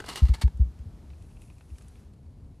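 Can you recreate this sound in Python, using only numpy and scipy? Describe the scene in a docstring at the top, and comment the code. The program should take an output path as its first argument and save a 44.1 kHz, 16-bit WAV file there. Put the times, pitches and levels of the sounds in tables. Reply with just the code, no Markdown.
"""A rustle with gritty scrapes, hollow knocks and four deep bumps: gear handled close to a camera on a frozen
lake. Then near quiet: faint wind, small tackle ticks and squeaks, a soft hiss like sliding line. Friction is a
stream of tiny slips; rubs and knocks ring the handled shell, later a hollow part. Bumps on the camera body are
damped low swells of falling pitch. The tackle squeaks by stick-slip; wind rumbles at the microphone."""
import sys
import numpy as np
from scipy import signal
from scipy.fft import rfft, irfft
from scipy.io import wavfile

SR = 44100
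rng = np.random.default_rng(int(sys.argv[2]) if len(sys.argv) > 2 else 0)


def to_wav(s):
    """Save 16-bit WAV."""
    ch = np.atleast_2d(s).T  # columns
    pcm = np.round(np.clip(ch, -1, 1) * 32767)  # PCM
    wavfile.write(sys.argv[1], SR, pcm.astype(np.int16))


N = 114660
T = np.arange(N) / SR
IMPACT_RISE_S = 0.0023


def amp(db):
    """Decibels to gain."""
    return 10 ** (np.asarray(db) / 20)


def unit(x):
    """Scale to rms 1."""
    return x / np.sqrt(np.mean(x ** 2) + 1e-20)


def level(points):
    """Gain along a (time [s], level [dB]) curve."""
    return amp(np.interp(T, *np.transpose(points)))


def uneven(spread_db, step_s):
    """Wandering gain, one random knot per step."""
    knots_s = np.arange(0, T[-1] + 1, step_s)
    return amp(spread_db * np.interp(T, knots_s, rng.standard_normal(N)[:len(knots_s)]))


def stroke(start_s, rise_s, hold_s, fade_s):
    """Envelope: linear rise, hold, exponential fade."""
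    age_s = T - start_s
    return np.clip(age_s / rise_s, 0, 1) * np.exp(-np.maximum(age_s - rise_s - hold_s, 0) / fade_s)


def db_at(spectrum, hz):
    """Interpolate a spectrum over log frequency."""
    knots_hz, db = np.transpose(spectrum)
    return np.interp(np.log(hz + 1), np.log(knots_hz + 1), db)


def tilted(spectrum, db_per_oct):
    """Brighten or dull a spectrum."""
    return [(hz, db + db_per_oct * np.log2(hz)) for hz, db in spectrum]


def colour(x, spectrum, size=8192):
    """Apply a spectrum as a minimum-phase filter of unit energy."""
    log_gain = np.log(amp(db_at(spectrum, abs(np.fft.fftfreq(size, 1 / SR)))))
    response = np.exp(np.conj(signal.hilbert(log_gain)))
    taps = np.fft.ifft(response).real[:size // 2]
    return signal.fftconvolve(x, taps / np.linalg.norm(taps))[:N]


def ring(hz, width_hz):
    """One struck mode: a decaying sine of unit energy."""
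    t = T[:SR // 10]
    wave = np.exp(-np.pi * width_hz * t) * np.sin(2 * np.pi * hz * t)
    return wave / np.linalg.norm(wave)


def grit(slips_per_s=5000, spread_db=2.5, hiss_db=-4):
    """Friction: tiny slips of uneven size over smooth hiss."""
    sizes = amp(spread_db * np.minimum(rng.exponential(1, N), 4))
    slips = sizes * rng.choice([-1, 1], N) * (rng.random(N) < slips_per_s / SR)
    return unit(unit(slips) + amp(hiss_db) * rng.standard_normal(N))


def rubbing():
    """Sliding contact: a clumpy rustle under short scrapes."""
    # rustle envelope (time [s], level [dB])
    rustle = [(0, -48), (.03, -64), (.08, -43), (.11, -42), (.14, -41.5), (.152, -44.5), (.19, -47),
              (.21, -53.5), (.27, -51.5), (.32, -60), (.4, -58), (.46, -63.5), (.52, -71.5), (.6, -79)]
    # scrapes (start [s], level [dB], rise [s], hold [s], fade constant [s], tilt [dB/oct])
    scrapes = [(0.057, -47.5, 0.0059, 0.0038, 0.0045, 1.5), (0.0869, -33.5, 0.00037, 0.0025, 0.0064, 0.5),
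               (0.094, -37.5, 0.0011, 0.0056, 0.0085, 0.5), (.156, -32, 0.0027, 0.0017, 0.0043, 1.5),
               (0.164, -38, 0.0043, .015, 0.016, 1), (0.251, -47, 0.0027, 0.0029, 0.0057, -0.5),
               (0.279, -46, 0.0084, 0.008, 0.0034, -0.5), (0.335, -38, 0.0062, 0.0058, 0.0096, 0),
               (0.411, -32, 0.008, 0.0023, 0.0088, 0.5)]
    # friction spectrum (frequency [Hz], level [dB])
    spectrum = [(50, -5), (200, 0), (380, 1), (560, -5.5), (1100, -4), (1450, -5.5), (2100, -4),
                (2500, -7.5), (2850, -4.5), (3400, -5), (4600, -4.5), (5900, -11), (9000, -11.5),
                (12000, -20), (15000, -29)]
    out = colour(grit() * level(rustle) * uneven(spread_db=2.5, step_s=0.004), spectrum)
    for start_s, db, rise_s, hold_s, fade_s, db_per_oct in scrapes:
        scrape = grit() * stroke(start_s, rise_s, hold_s, fade_s)
        out += amp(db) * colour(scrape, tilted(spectrum, db_per_oct))
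    return out


def knocks(tone_db=-4.5):
    """Hollow knocks: each blow is a gritty burst plus one brief tone."""
    # blows (start [s], level [dB], tone [Hz])
    blows = [(.001, -28, 1560), (.021, -42, 1500), (0.04, -37.5, 1520), (0.089, -35.5, 1095),
             (0.385, -53.5, 854), (0.4769, -40, 827)]
    # burst spectrum (frequency [Hz], level [dB])
    spectrum = [(100, 0), (420, 6.5), (650, -1.5), (1000, -8.5), (2100, -11), (4000, -16.5), (9000, -23),
                (15000, -41)]
    out = np.zeros(N)
    for start_s, db, hz in blows:
        blow = amp(db) * stroke(start_s, IMPACT_RISE_S, 0, fade_s=0.003)
        tone = amp(tone_db) * blow * np.sin(2 * np.pi * hz * (T - start_s))
        out += colour(grit() * blow, spectrum) + tone
    return out


def shell(contact, contact_move_s=0.29, direct_db=-3):
    """Contact rings the handled shell, then moves on to a hollow part with modes of its own."""
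    # shell modes (frequency [Hz], width [Hz], gain [dB])
    shell_modes = [(390, 20, -8.5), (816, 135, -1.5), (1016, 150, -1.5), (1276, 70, 3), (2000, 30, 2),
                   (2858, 70, 1.5), (4155, 79, -0.5), (4680, 60, -5)]
    # hollow part modes, rung once the contact moves there (frequency [Hz], width [Hz], gain [dB])
    hollow_modes = [(700, 28, -2.5), (900, 77, 7.5), (1705, 65, 0), (1860, 48, -11), (2215, 61, 2),
                    (3900, 87, -15), (4330, 75, -5.5)]
    t = T[:SR // 8]
    moved = T > contact_move_s
    out = amp(direct_db) * contact
    for held, modes in (~moved, shell_modes), (moved, hollow_modes):
        response = np.zeros(len(t))
        for hz, width_hz, db in modes:
            gain = amp(db) * 2 * np.pi * width_hz / SR
            response += gain * np.exp(-np.pi * width_hz * t) * np.cos(2 * np.pi * hz * t)
        out += signal.fftconvolve(contact * held, response)[:N]
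    return out


def wind():
    """Lumpy rumble at the microphone plus a smooth distant wash."""
    # rumble envelope (time [s], level [dB])
    rumble_curve = [(0, -52.5), (.7, -48.5), (.9, -46.5), (1.45, -48.5), (1.74, -51), (2.1, -48.5),
                    (2.3, -48), (2.6, -48.5)]
    # rumble spectrum (frequency [Hz], level [dB])
    rumble_spectrum = [(10, -50), (25, -17), (40, -1), (58, 0), (85, -0.5), (130, -8), (220, -14),
                       (350, -22), (600, -31), (1000, -37.5), (4000, -77.5)]
    # wash envelope (time [s], level [dB])
    wash_curve = [(0, -55), (.55, -64), (.8, -64), (1.1, -64), (1.5, -68), (2, -63.5), (2.15, -72.5),
                  (2.6, -72)]
    # wash spectrum (frequency [Hz], level [dB])
    wash_spectrum = [(100, 12), (800, 4), (1600, -2), (2600, -7.5), (4500, -7.5), (6500, -10.5),
                     (11000, -20.5), (13200, -14.5), (13900, -36.5)]
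    rumble, wash = rng.standard_normal((2, N))
    gusts = uneven(spread_db=1.5, step_s=0.08) * level(rumble_curve)
    return colour(rumble, rumble_spectrum) * gusts + colour(wash, wash_spectrum) * level(wash_curve)


def bumps(sweep_hz=91.2, settle_s=0.0059, damping=1.93):
    """Camera bumps swell as their pitch drops, then damp fast; the case rings and shudders."""
    # bumps (start [s], peak [dB], final pitch [Hz], time to peak [s])
    hits = [(0.22, -7.7, 60.5, 0.019), (0.2905, -11, 57.6, 0.019), (0.4364, -9.5, 59.6, 0.018),
            (0.537, -30, 58.4, 0.025), (0.5953, -10.5, 60, 0.02), (0.6439, -30, 59.5, 0.026),
            (0.7929, -33, 66.3, 0.018), (0.855, -33, 85, 0.015), (1.092, -38, 69.6, 0.024),
            (1.709, -34, 67, 0.021)]
    case_hz, case_db, case_delay_s = 182, -22, 0.0031
    shudder_db = -30.5
    out, shake = np.zeros(N), np.zeros(N)
    for start_s, db, hz, peak_s in hits:
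        age_s = np.clip(T - start_s, 0, 10 * peak_s)
        cycles = hz * age_s + sweep_hz * settle_s * (1 - np.exp(-age_s / settle_s))
        swell = age_s / peak_s * np.exp((1 - (age_s / peak_s) ** damping) / damping)
        struck_s = start_s + case_delay_s
        case_envelope = amp(case_db) * stroke(struck_s, IMPACT_RISE_S, 0, fade_s=0.012)
        case = case_envelope * np.sin(2 * np.pi * case_hz * (T - struck_s))
        out += amp(db) * (case - swell * np.sin(2 * np.pi * cycles))
        shake += amp(db + shudder_db) * stroke(start_s, peak_s, 0, fade_s=0.037)
    panel = ring(hz=156.3, width_hz=86)
    shudder = signal.oaconvolve(grit(), signal.fftconvolve(panel, panel))[:N]
    return out + shake * unit(shudder)


def tackle_ticks():
    """Light tackle contacts: short noise snaps of varied brightness."""
    # ticks (start [s], level [dB], tilt [dB/oct])
    ticks = [(0.571, -62.5, 1), (0.788, -58.5, -4.5), (1.222, -62, -1), (1.416, -57.5, 9), (1.5804, -65, 1),
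             (1.608, -56, -8.5), (1.782, -52.5, -1.5), (1.808, -53.5, -6), (1.82, -59, -0.5),
             (1.881, -57, 0.5), (2.134, -65.5, -3)]
    # snap spectrum (frequency [Hz], level [dB])
    spectrum = [(500, -5), (1200, -1), (5000, -2.5), (9000, 3.5), (11500, -5.5), (13000, -15), (14200, -45)]
    out, noise = np.zeros(N), rng.standard_normal(N)
    for start_s, db, db_per_oct in ticks:
        snap = noise * stroke(start_s, IMPACT_RISE_S, 0, fade_s=0.0045)
        out += amp(db) * colour(snap, tilted(spectrum, db_per_oct))
    return out


def sliding_hiss(catches_per_s=180, crackle_db=-8):
    """Soft sliding friction; random catches add a fine crackle."""
    # hiss envelope (time [s], level [dB])
    curve = [(0, -80), (1.05, -78.5), (1.25, -73), (1.39, -73), (1.43, -66.5), (1.52, -73), (1.66, -74),
             (1.75, -70.5), (2.02, -75), (2.1, -83), (2.6, -82.5)]
    # hiss spectrum (frequency [Hz], level [dB])
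    spectrum = [(1800, -12.5), (2500, -1), (3300, -5), (4600, -2.5), (6500, 1), (8000, 1), (10000, 4.5),
                (11300, 1), (13000, -15), (15000, -34.5)]
    catches = rng.standard_normal(N) * (rng.random(N) < catches_per_s / SR)
    crackle = signal.oaconvolve(unit(catches) * level(curve), ring(hz=2600, width_hz=280))[:N]
    return colour(grit() * level(curve), spectrum) + amp(crackle_db) * crackle


def tackle_squeaks(rub_db=-3):
    """Stick-slip: each short rub rings one mode over its own friction noise."""
    # squeaks (start [s], level [dB], pitch [Hz])
    squeaks = [(1.101, -57.5, 2510), (1.132, -63, 2530), (1.312, -66, 2660), (1.367, -64, 2600),
               (1.417, -60, 2640), (1.499, -58.5, 2500), (1.521, -69, 2520), (1.581, -68, 2420),
               (1.607, -60.5, 2580), (1.7012, -62, 2740), (1.756, -62.5, 2500), (1.9554, -61.5, 2470)]
    # rub spectrum (frequency [Hz], level [dB])
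    spectrum = [(500, -6.5), (1200, 0), (1900, -19), (2950, -7), (3900, -9), (8000, -36)]
    out, slips = np.zeros(N), grit()
    for start_s, db, hz in squeaks:
        rub = amp(db) * slips * stroke(start_s, rise_s=0.0016, hold_s=0, fade_s=0.0053)
        squeak = signal.oaconvolve(rub, ring(hz, width_hz=280))[:N]
        out += squeak + amp(rub_db) * colour(rub, spectrum)
    return out


def scene():
    """All sources, equal in both channels."""
    handling = bumps() + shell(rubbing() + knocks())
    tackle = sliding_hiss() + tackle_squeaks() + tackle_ticks()
    mono = handling + tackle + wind()
    return np.array([mono, mono])


def record(dry, cutoff_hz=15150):
    """Slight lean to the left, most in the bass; then a steep low-pass."""
    # channel balance (frequency [Hz], left minus right [dB])
    balance = [(150, 1.2), (800, 0.49)]
    lean_db = db_at(balance, np.fft.rfftfreq(2 * N, 1 / SR)) / 2
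    panned = irfft(rfft(dry, 2 * N) * amp([lean_db, -lean_db]))[:, :N]
    lowpass = signal.firwin(511, cutoff_hz, window=("kaiser", 9), fs=SR)
    return signal.oaconvolve(panned, lowpass[None], "same")


dry = scene()
out = record(dry)
to_wav(out)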